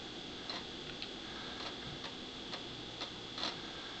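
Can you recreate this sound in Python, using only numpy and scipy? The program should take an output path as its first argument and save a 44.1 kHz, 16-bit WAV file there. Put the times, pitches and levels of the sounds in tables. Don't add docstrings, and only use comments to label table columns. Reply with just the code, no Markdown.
import sys
import numpy as np
from scipy import signal
from scipy.fft import rfft, irfft, next_fast_len
from scipy.io import wavfile
from scipy.ndimage import uniform_filter1d, map_coordinates

SR = 44100
rng = np.random.default_rng(int(sys.argv[2]) if len(sys.argv) > 2 else 0)


def wrap_up_sound(samples):
    columns = np.atleast_2d(samples).T
    tamed = np.clip(columns, -1, 1)
    steps = np.round(tamed * 32767).astype(np.int16)
    wavfile.write(sys.argv[1], SR, steps)


N = 176400

# pitch_hz, level_db
WHINE_TONES = [(1466, -69.5), (1649, -76), (1796, -73), (2455, -76), (2638, -71.5), (2748, -71.5),
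               (2785, -70.5), (2822, -68.5), (3005, -66), (3225, -74), (3298, -59), (3371, -61),
               (3408, -72.5), (3445, -62.5), (3481, -58.5), (3518, -71.5), (3591, -68), (3701, -71),
               (3811, -64.5), (3921, -72.5), (3994, -71), (4104, -70), (4177, -67.5), (4214, -75),
               (4324, -72), (4397, -70.5), (4691, -70), (4874, -72.5)]
# pitch_hz, level_db
RASP_CURVE = [(500, -89), (1500, -88.5), (2400, -77.5), (3400, -82), (4500, -77), (5000, -84.5),
              (5400, -92.5), (6200, -89.5), (7000, -92), (8500, -104)]
# pitch_hz, gain_db
AIR_COLOUR = [(20, -8), (45, -7.5), (80, -7), (135, -7.5), (175, -2), (270, -5), (305, 1.5), (370, 0.5),
              (410, -4.5), (660, -10.5), (750, -6), (980, -15), (1280, -10.5), (1420, -16.5), (1620, -11.5),
              (1800, -19.5), (2800, -17.5), (3150, -9.5), (3450, -8.5), (3650, -9), (4200, -18),
              (4750, -17.5), (5200, -21.5), (6000, -25), (7600, -30.5), (9000, -31.5)]
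# pitch_hz, level_db
HUM_TONES = [(60, -70), (211, -67), (229, -69.5), (253.4, -61), (469.7, -66)]
# time_s, level_db
MAINS_LEVELS = [(0, -67.5), (2.5, -68.5), (2.65, -60), (2.9, -59), (3.1, -64), (3.4, -61.5), (3.55, -67),
                (4, -69)]
# start_s, end_s, scrape_db, sing_db
DISK_RUBS = [(.36, 0.595, -57.5, -62), (1.238, 1.636, -55, -58), (1.336, 1.55, -54, -59.5),
             (1.655, 1.973, -58, -61), (3.534, 4.1, -54, -57.5)]
# pitch_hz, width_hz, gain_db
SCRAPE_RESONANCES = [(755, 220, -3.5), (1120, 170, -4), (1290, 110, -1.5), (2204, 130, -5.5),
                     (3100, 180, -11.5), (3630, 230, 0), (4160, 580, -6.5), (5500, 820, -17)]
SING_RESONANCES = [(1328, 69, -6), (1561, 53, -1.5), (1640, 75, -0.5)]
# start_s, knock_db, rattle_db, ping_db
HEAD_STEPS = [(0.494, -45, -46, -33), (0.5, -44.5, -55, -38), (0.514, -52, -49, -50),
              (.526, -45.5, -52, -56), (0.536, -46.5, -41.5, -46), (.543, -44, -52, -46),
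              (.555, -45, -38.5, -50), (.560, -51, -50, -46), (0.565, -44.5, -46, -53),
              (0.578, -57, -47, -57), (1.596, -43.5, -44, -46), (1.602, -49, -45.5, -49),
              (1.613, -47, -50, -60), (1.625, -49, -44, -46), (1.635, -53, -46, -54),
              (1.649, -43.5, -48, -60), (1.659, -41.5, -43.5, -44), (1.667, -48, -40.5, -55),
              (1.683, -52, -54, -56), (1.822, -48.5, -58, -64), (2.039, -43.5, -39.5, -55),
              (2.053, -40.5, -42, -48), (2.521, -45.5, -43, -54), (2.534, -40, -39.5, -35.5),
              (2.549, -52, -50, -58), (3.006, -42, -39, -53), (3.017, -40.5, -35, -47),
              (3.025, -47, -47, -52), (3.032, -56, -45, -54), (3.376, -43, -39, -41),
              (3.386, -45.5, -44, -59), (3.399, -44, -43, -48), (3.409, -44.5, -41, -51),
              (3.420, -44, -39, -49), (3.428, -43, -45, -50.5), (3.432, -39, -34.5, -38),
              (3.447, -39, -37, -43), (3.452, -46.5, -46, -47), (3.458, -43, -38, -44),
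              (3.474, -38.5, -42, -37), (3.478, -43.5, -42.5, -41), (3.489, -47, -49, -38.5),
              (3.517, -49, -46, -65)]
# pitch_hz, width_hz, gain_db
FRAME_RESONANCES = [(276, 190, -5), (549, 30, 1), (690, 51, 0.5), (922, 68, 0), (1093, 204, -3),
                    (1347, 220, -3), (1690, 270, -7), (1976, 244, -2.5), (2310, 630, -8), (2845, 240, -6.5)]
CARRIAGE_RESONANCES = [(3150, 220, -5), (3520, 152, 3), (3873, 240, 1.5), (4064, 333, 0.5), (4610, 270, -5),
                       (5180, 300, -12), (5920, 270, -15), (7100, 900, -25.5)]
RAIL_RESONANCES = [(4084, 65, 1.5), (4126, 79, 10), (5380, 140, -6.5), (6160, 120, -16.5)]
# middle_s, half_length_s, level_db
SOFT_BUMPS = [(0.902, 0.059, -51.5), (1.09, .03, -69), (1.882, 0.012, -49.5), (1.928, 0.029, -48.5),
              (3.58, 0.04, -57.5)]
# pitch_hz, gain_db
RUMBLE_COLOUR = [(20, -28), (70, 5.5), (110, -13), (150, 10), (220, -22), (450, -23), (1500, -57)]
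# start_s, level_db, brightness_db_per_octave
SHARP_CLICKS = [(.870, -38, -11), (0.896, -31, -9), (1.0234, -25.5, 7.5), (1.033, -35, -3),
                (1.043, -42, -13)]
# pitch_hz, gain_db, fade_s (every fade_s is the time to fall by 60 dB)
CLICK_TONES = [(1440, -18, 0.026), (1910, -12, .012), (2610, -4.5, 0.012), (3150, -2, 0.0088),
               (3930, -2, 0.008), (4240, -10.5, 0.021), (4740, -26, 0.024)]


def amp(db):
    return 10 ** (np.asarray(db) / 20)


def unit(x):
    return x / np.sqrt(np.mean(x ** 2) + 1e-20)


def clock():
    return np.arange(N) / SR


def curve_at(points, hz):
    pitches, values = np.transpose(points)
    return np.interp(np.log(hz + 1), np.log(pitches + 1), values)


def wobble(per_s):
    return map_coordinates(rng.standard_normal(512), [clock() * per_s], mode="mirror")


def filtered(x, response):
    size = next_fast_len(N + SR // 2)
    return irfft(rfft(x, size) * response(np.fft.rfftfreq(size, 1 / SR)), size)[:N]


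def resonate(x, resonances):
    def response(hz):
        gain = sum((-1) ** k * amp(db) * 1j * hz * width / (pitch ** 2 - hz ** 2 + 1j * hz * width)
                   for k, (pitch, width, db) in enumerate(resonances))
        return gain / np.sqrt(np.mean(abs(gain) ** 2))
    return filtered(x, response)


def rush(colour, patchy_db):
    grid = signal.stft(rng.standard_normal(N), nperseg=512)[2]
    patches = uniform_filter1d(rng.standard_normal(grid.shape), size=5, axis=0)
    patches = uniform_filter1d(patches, size=12, axis=1)
    noise = signal.istft(grid * amp(patchy_db * unit(patches)), nperseg=512)[1][:N]
    return unit(filtered(noise, lambda hz: amp(curve_at(colour, hz))))


def motor(shaft_hz=36.645, wander=0.0003, scatter_db=4, flutter_db=0.04):
    turns = np.cumsum(shaft_hz * (1 + wander * wobble(4.03))) / SR
    multiples = np.arange(240)
    strong = [round(hz / shaft_hz) for hz, db in WHINE_TONES]
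    weak = amp(curve_at(RASP_CURVE, multiples * shaft_hz) + scatter_db * rng.standard_normal(240))
    weak *= (multiples > 0) & ~np.isin(multiples, strong)
    size = 8192
    one_turn = irfft(weak * np.exp(2j * np.pi * rng.random(240)), size) * size / 2
    out = np.interp(turns, np.arange(size) / size, one_turn, period=1)
    for multiple, (hz, db) in zip(strong, WHINE_TONES):
        out += amp(db + flutter_db * wobble(8.1)) * np.sin(2 * np.pi * (multiple * turns + rng.random()))
    return np.sqrt(2) * out


def fan(air_db=-49, whistle_db=-76.5, whistle_hz=6440, wander_hz=0.68, flutter_db=2.5):
    out = amp(air_db) * rush(AIR_COLOUR, patchy_db=0.75)
    out += amp(whistle_db) * resonate(rng.standard_normal(N), [(whistle_hz, 56, 0)])
    for hz, db in HUM_TONES:
        cycles = np.cumsum(hz + wander_hz * wobble(3)) / SR + rng.random()
        out += np.sqrt(2) * amp(db + flutter_db * wobble(2)) * np.sin(2 * np.pi * cycles)
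    return out


def mains_hum(pitch_hz=120):
    t = clock()
    level_db = np.interp(t, *np.transpose(MAINS_LEVELS))
    return np.sqrt(2) * amp(level_db) * np.sin(2 * np.pi * (pitch_hz * t + rng.random()))


def chatter(contacts_per_s=7000, scrape_share=0.82):
    contacts = (rng.random(N) < contacts_per_s / SR) * np.sign(rng.standard_normal(N))
    return np.sqrt(1 - scrape_share) * unit(contacts) + np.sqrt(scrape_share) * rng.standard_normal(N)


def disk_rub(ramp_s=0.071, spin_hz=5, swell_db=0.8):
    t = clock()
    scrape_power, sing_power = np.zeros((2, N))
    for start, end, scrape_db, sing_db in DISK_RUBS:
        touch = np.clip(np.minimum(t - start, end - t) / ramp_s + 0.5, 0, 1)
        scrape_power += (amp(scrape_db) * touch) ** 2
        sing_power += (amp(sing_db) * touch) ** 2
    scrape = np.sqrt(scrape_power) * resonate(chatter(), SCRAPE_RESONANCES)
    sing = np.sqrt(sing_power) * resonate(chatter(), SING_RESONANCES)
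    return amp(swell_db * np.sin(2 * np.pi * spin_hz * t)) * (scrape + sing)


def jolts(starts_s, levels_db, fade_s, rise_s=0.0016, hold_s=0.0013):
    t = np.arange(SR // 4) / SR
    shape = np.clip(t / rise_s, 0, 1) * amp(-60 * np.maximum(t - hold_s, 0) / fade_s)
    power = np.zeros(N + SR)
    for start, db in zip(starts_s, levels_db):
        power[round(start * SR):][:len(t)] += (amp(db) * shape) ** 2
    return np.sqrt(power[:N]) * chatter()


def head_steps():
    starts_s, knock_db, rattle_db, ping_db = np.transpose(HEAD_STEPS)
    knock = resonate(jolts(starts_s, knock_db, fade_s=0.078), FRAME_RESONANCES)
    rattle = resonate(jolts(starts_s, rattle_db, fade_s=0.046), CARRIAGE_RESONANCES)
    ping = resonate(jolts(starts_s, ping_db, fade_s=0.035), RAIL_RESONANCES)
    return knock + rattle + ping


def bumps():
    swell = sum(amp(db) * np.exp(-((clock() - middle) / half) ** 2) for middle, half, db in SOFT_BUMPS)
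    return swell * rush(RUMBLE_COLOUR, patchy_db=0.5)


def clicks(rise_s=0.00037):
    out, t = np.zeros(N + SR), np.arange(SR // 10) / SR
    for start, db, brightness in SHARP_CLICKS:
        ring = np.zeros(len(t))
        for hz, gain_db, fade_s in CLICK_TONES:
            tone_db = gain_db + brightness * np.log2(hz / 3000) + rng.standard_normal()
            ring += amp(tone_db - 60 * t / fade_s) * np.sin(2 * np.pi * (hz * t + rng.random()))
        out[round(start * SR):][:len(t)] += amp(db) * ring * (1 - np.exp(-t / rise_s))
    return out[:N]


def room_echo(x, gain_db=-5.5, rise_s=0.0036, fade_s=0.22):
    t = np.arange(SR // 2) / SR
    tail = rng.standard_normal(len(t)) * amp(-60 * t / fade_s) * (1 - np.exp(-t / rise_s))
    return amp(gain_db) * signal.fftconvolve(x, tail / np.linalg.norm(tail))[:N]


def scene():
    taps = head_steps() + clicks()
    return (taps + room_echo(taps) + disk_rub() + motor() + fan() + mains_hum() + bumps())[None]


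def record(dry):
    roll_off_hz, top_hz = 8184, 8947
    return filtered(dry[0], lambda hz: (hz < top_hz) / (1 + (hz / roll_off_hz) ** 36))[None]


dry = scene()
out = record(dry)
wrap_up_sound(out)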